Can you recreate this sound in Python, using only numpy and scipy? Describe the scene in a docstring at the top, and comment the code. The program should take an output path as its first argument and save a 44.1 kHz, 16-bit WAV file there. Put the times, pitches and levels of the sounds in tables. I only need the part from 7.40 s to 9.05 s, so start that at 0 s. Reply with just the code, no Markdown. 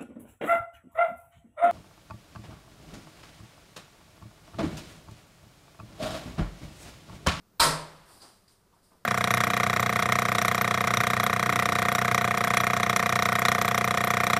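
"""A steel keg dropped on concrete

Some way off outdoors, a keg lands on its side: a short clang, then a clattering ring that
echoes prolong. It slides and rolls a little, its rims clinking on stones and crunching grit,
and knocks as it settles. Shoes shuffle beside it over a faint hush.
The clang and thud are fading sine tones; the rest is shaped noise and tiny clicks."""
import sys
import numpy as np
from scipy import signal
from scipy.fft import rfft, irfft, next_fast_len
from scipy.io import wavfile
from scipy.ndimage import map_coordinates

SR = 44100
rng = np.random.default_rng(int(sys.argv[2]) if len(sys.argv) > 2 else 0)


def master_out(mix):
    """Clip the mix to full scale and print it as 16-bit PCM to the path in sys.argv[1]."""
    frames = np.transpose(np.atleast_2d(mix))
    ceiling = np.clip(frames, -1, 1)
    pcm = np.round(ceiling * 32767).astype(np.int16)
    wavfile.write(sys.argv[1], SR, pcm)


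N = 72765
DROP_S = 0.1955

# The keg's own ringing tones: pitch_hz, blow_db, ring_db, ring_fade_s
KEG_TONES = [(156, -58, -32, .62), (262, -54, -38, .42), (541, -44, -38, .48), (587.5, -46, -39, .6),
             (649.5, -35, -37, .58), (935, -21, -33, .56), (1004, -28, -38, .46), (1070, -22.5, -34, .45),
             (1141, -25, -37, .46), (1290, -27, -37, .38), (1333, -34, -30, .41), (1896, -40, -37, .46),
             (3198, -39, -42, .38), (3954, -26, -37, .35), (4241, -30, -39, .35), (4612, -34, -38, .42),
             (4798, -32, -38, .42), (4970, -30, -39, .38), (5331, -34, -42, .35)]


def gain(db):
    """Turn decibels into a multiplier."""
    return 10 ** (np.asarray(db) / 20)


def normalise(x):
    """Scale a sound to an average (rms) level of 1."""
    return x / np.sqrt(np.mean(x ** 2) + 1e-20)


def value_at(points, hz):
    """Read between a table's rows on a logarithmic pitch scale."""
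    pitches, values = np.transpose(points)
    return np.interp(np.log(hz + 1), np.log(pitches + 1), values)


def since(start_s):
    """Seconds since the start, zero before it."""
    return np.maximum(np.arange(N) / SR - start_s, 0)


def fade(t, fade_s):
    """Die away by 60 dB every fade_s seconds."""
    return np.exp(-np.log(1000) * t / fade_s)


def swell(start_s, rise_s, fade_s):
    """Rise smoothly, then die away."""
    rise = np.sin(np.pi / 2 * np.minimum(since(start_s) / rise_s, 1)) ** 2
    return rise * fade(since(start_s + rise_s), fade_s)


def wobble(per_s):
    """A smooth curve through per_s random values a second."""
    return map_coordinates(rng.standard_normal(N // 100), [np.arange(N) * per_s / SR], mode="wrap")


def noise():
    """Plain white noise."""
    return rng.standard_normal(N)


def filtered(x, response):
    """Multiply each frequency in a sound by response(hz)."""
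    size = next_fast_len(N + SR // 2)
    return irfft(rfft(x, size) * response(np.fft.rfftfreq(size, 1 / SR)), size)[:N]


def shaped(x, colour):
    """Give a sound a colour (its balance of low and high), at level 1."""
    return normalise(filtered(x, lambda hz: gain(value_at(colour, hz))))


def bursts(source, colour, events):
    """Colour a sound and let it swell once for each event."""
    power = sum((gain(db) * swell(start_s, rise_s, fade_s)) ** 2
                for start_s, db, rise_s, fade_s in events)
    return shaped(source, colour) * np.sqrt(power)


def hush():
    """Quiet open air, its level wavering slightly."""
    # Colour of the air: pitch_hz, level_db
    colour = [(25, -3), (60, -2.5), (115, -1.5), (150, -7.5), (185, 1.5), (240, -7), (420, -8),
              (800, -14.5), (1200, -12.5), (2000, -22), (3000, -24), (4800, -23), (7000, -25.5),
              (15000, -27.5)]
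    return gain(-65.5 + 0.38 * wobble(per_s=8.3)) * shaped(noise(), colour)


def crash():
    """The rims bite the concrete, and the keg's weight thumps the slab."""
    # Colour of the bite: pitch_hz, level_db
    colour = [(30, -20.5), (70, -10), (150, -22), (400, -24), (840, -13), (950, -0.5), (1150, -1),
              (1600, -7.5), (1950, -23.5), (2500, -8), (3100, -16), (4100, -2), (5000, -9), (6400, -24),
              (8600, -11.5), (11500, -26), (13000, -20.5), (15000, -27)]
    bite = gain(-16) * shaped(noise(), colour) * swell(DROP_S, rise_s=0.0078, fade_s=0.083)
    low_tone = np.sin(2 * np.pi * 56 * since(DROP_S))  # 56 Hz
    thud = gain(-33) * swell(DROP_S, rise_s=0.012, fade_s=0.11) * low_tone
    return bite + thud


def clang():
    """The blow sets off the keg's strong tones, which linger and waver."""
    start_s = DROP_S + 0.0025
    t, out = since(start_s), np.zeros(N)
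    for hz, blow_db, ring_db, ring_fade_s in KEG_TONES:
        blow = gain(blow_db) * swell(start_s, rise_s=0.0077, fade_s=0.13)
        build_s = 0.042 + 8.1 / hz  # low tones take longer to swell
        ring = gain(ring_db + 2 * wobble(per_s=45)) * swell(start_s, build_s, ring_fade_s)
        phase = 2 * np.pi * (hz * t + rng.random()) + 0.37 * wobble(per_s=45)
        out += (blow + ring) * np.sin(phase)
    return out


def shell_ring():
    """The shell's countless fine tones build as the yard's echoes arrive; the treble dies first."""
    # Colour of the ringing: pitch_hz, level_db
    colour = [(30, -14.5), (45, -7.5), (85, -18.5), (120, -11.5), (170, -7), (220, -20), (290, -9),
              (420, -8.5), (600, -7.5), (800, -11), (1000, -1.5), (1200, -6.5), (1350, -3.5), (1600, -7),
              (2100, -10), (2800, -15), (3600, -11.5), (4200, -9), (5100, -8), (5700, -14.5), (6600, -16),
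              (8600, -10), (10000, -13), (11800, -19), (13300, -22.5), (15000, -30.5)]
    # How long each pitch rings: pitch_hz, fade_s
    fade_times = [(150, .6), (600, 0.67), (1200, .46), (2500, 0.47), (5000, .43), (9000, 0.37),
                  (14000, 0.26)]
    rise_s = 0.043
    # Split the noise into pitch bands so each can fade at its own speed.
    hz, t, bands = signal.stft(shaped(noise(), colour), SR, nperseg=256)
    age_s = np.maximum(t - DROP_S - rise_s, 0)
    bands *= fade(age_s, value_at(fade_times, hz)[:, None])
    ring = signal.istft(bands, SR, nperseg=256)[1][:N]
    return gain(-20) * ring * np.sqrt(np.minimum(since(DROP_S) / rise_s, 1))


def tree_echo():
    """Far trees answer the drop with a soft, long echo."""
    # Colour of the echo: pitch_hz, level_db
    colour = [(40, 4), (120, 5.5), (300, -4.5), (1100, 5.5), (2500, -5.5), (4800, -7.5), (6500, -15),
              (9000, -12.5), (15000, -23.5)]
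    return gain(-46) * shaped(noise(), colour) * swell(DROP_S, rise_s=0.12, fade_s=1.54)


def sliding():
    """Steel slides over the wet slab."""
    # Each slide: start_s, level_db, rise_s, fade_s
    slides = [(.62, -57.5, 0.12, 1), (1.075, -66.5, 0.045, 0.43), (1.32, -74, .04, 0.67),
              (1.41, -67.5, 0.037, 0.99)]
    # Colour of the scrape: pitch_hz, level_db
    colour = [(300, -1.5), (1100, -4.5), (2500, -11.5), (4000, -3), (4900, 3), (6400, -9.5), (9200, 2.5),
              (11000, -8.5), (13000, -6), (15000, -14.5)]
    return bursts(noise(), colour, slides)


def grit():
    """Tiny cracks of crushed grains over a smooth rub."""
    cracks_per_s, crack_share = 510, 0.26
    cracks = (rng.random(N) < cracks_per_s / SR) * noise()
    return np.sqrt(crack_share) * normalise(cracks) + np.sqrt(1 - crack_share) * noise()


def through_keg(rubbing):
    """Rubbing is heard directly and also wakes the keg's tones."""
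    width_hz, ring_db = 9.5, 2.5

    def response(hz):
        peaks = sum(hz * width_hz / (hz * width_hz + 1j * (hz ** 2 - tone_hz ** 2))
                    for tone_hz, *_ in KEG_TONES)
        return 1 + gain(ring_db) * peaks
    return filtered(rubbing, response)


def rolling():
    """The hollow keg rumbles as it rolls over grit."""
    # Each roll: start_s, level_db, rise_s, fade_s
    rolls = [(.66, -59.5, 0.055, 0.58), (.795, -54.5, 0.051, 0.44), (1.335, -69.5, 0.043, 0.54)]
    # Colour of the rumble: pitch_hz, level_db
    colour = [(60, -30), (180, -8), (350, 6.5), (520, -4), (740, 5.5), (1000, 0.5), (1300, -0.5),
              (1900, -10), (4000, -23.5), (12000, -49)]
    return bursts(through_keg(grit()), colour, rolls)


def clinking():
    """The rim clinks on stray stones."""
    # Each clink: start_s, level_db, rise_s, fade_s
    clinks = [(.802, -56, .002, 0.096), (.817, -52, 0.0033, 0.11), (.83, -58.5, .003, 0.52),
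              (1.077, -61, 0.0042, 0.15)]
    # Colour of a clink: pitch_hz, level_db
    colour = [(500, -45), (3500, -33), (3980, -6.5), (4400, -14), (4620, -3), (5000, -3), (5400, -18),
              (6500, -30), (15000, -46.5)]
    return bursts(through_keg(noise()), colour, clinks)


def crunching():
    """The rims crush grit against the concrete."""
    # Each crunch: start_s, level_db, rise_s, fade_s
    crunches = [(.808, -54.5, 0.01515, 0.57), (1.075, -65, 0.0071, 0.38)]
    # Colour of a crunch: pitch_hz, level_db
    colour = [(200, -17.5), (1200, -7), (2500, -6), (3500, -4), (4000, -2.5), (5100, -3.5), (5700, -2.5),
              (6800, -7), (8900, -0.5), (11000, -11), (15000, -16)]
    return bursts(grit(), colour, crunches)


def footsteps():
    """Shoes land dully on the gritty ground."""
    # Each step: start_s, level_db, rise_s, fade_s
    steps = [(1.24, -77, 0.032, .2), (1.509, -61, 0.0084, 0.39)]
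    # Colour of a step: pitch_hz, level_db
    colour = [(50, -14), (150, -7), (250, -1), (500, -2), (1100, -7.5), (2000, -21), (5000, -31),
              (14000, -40)]
    return bursts(grit(), colour, steps)


def knocking():
    """The keg gives hollow knocks as it rocks and settles."""
    # Each knock: start_s, level_db, rise_s, fade_s
    knocks = [(1.325, -61, .002, 0.18), (1.517, -64, 0.0022, 0.29)]
    # Colour of a knock: pitch_hz, level_db
    colour = [(100, -24), (400, -7), (750, -12), (950, 8), (1200, 1.5), (1600, -16), (4000, -20),
              (12000, -34)]
    return bursts(noise(), colour, knocks)


def scene():
    """Add the air, the drop and the movements after it into one channel."""
    air = hush()
    drop = crash() + clang() + shell_ring() + tree_echo()
    movement = sliding() + rolling() + clinking() + crunching() + footsteps() + knocking()
    return (air + drop + movement)[None]


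def record(dry):
    """Cut away the very highest treble."""
    return np.array([filtered(channel, lambda hz: hz < 15280) for channel in dry])


dry = scene()
out = record(dry)
master_out(out)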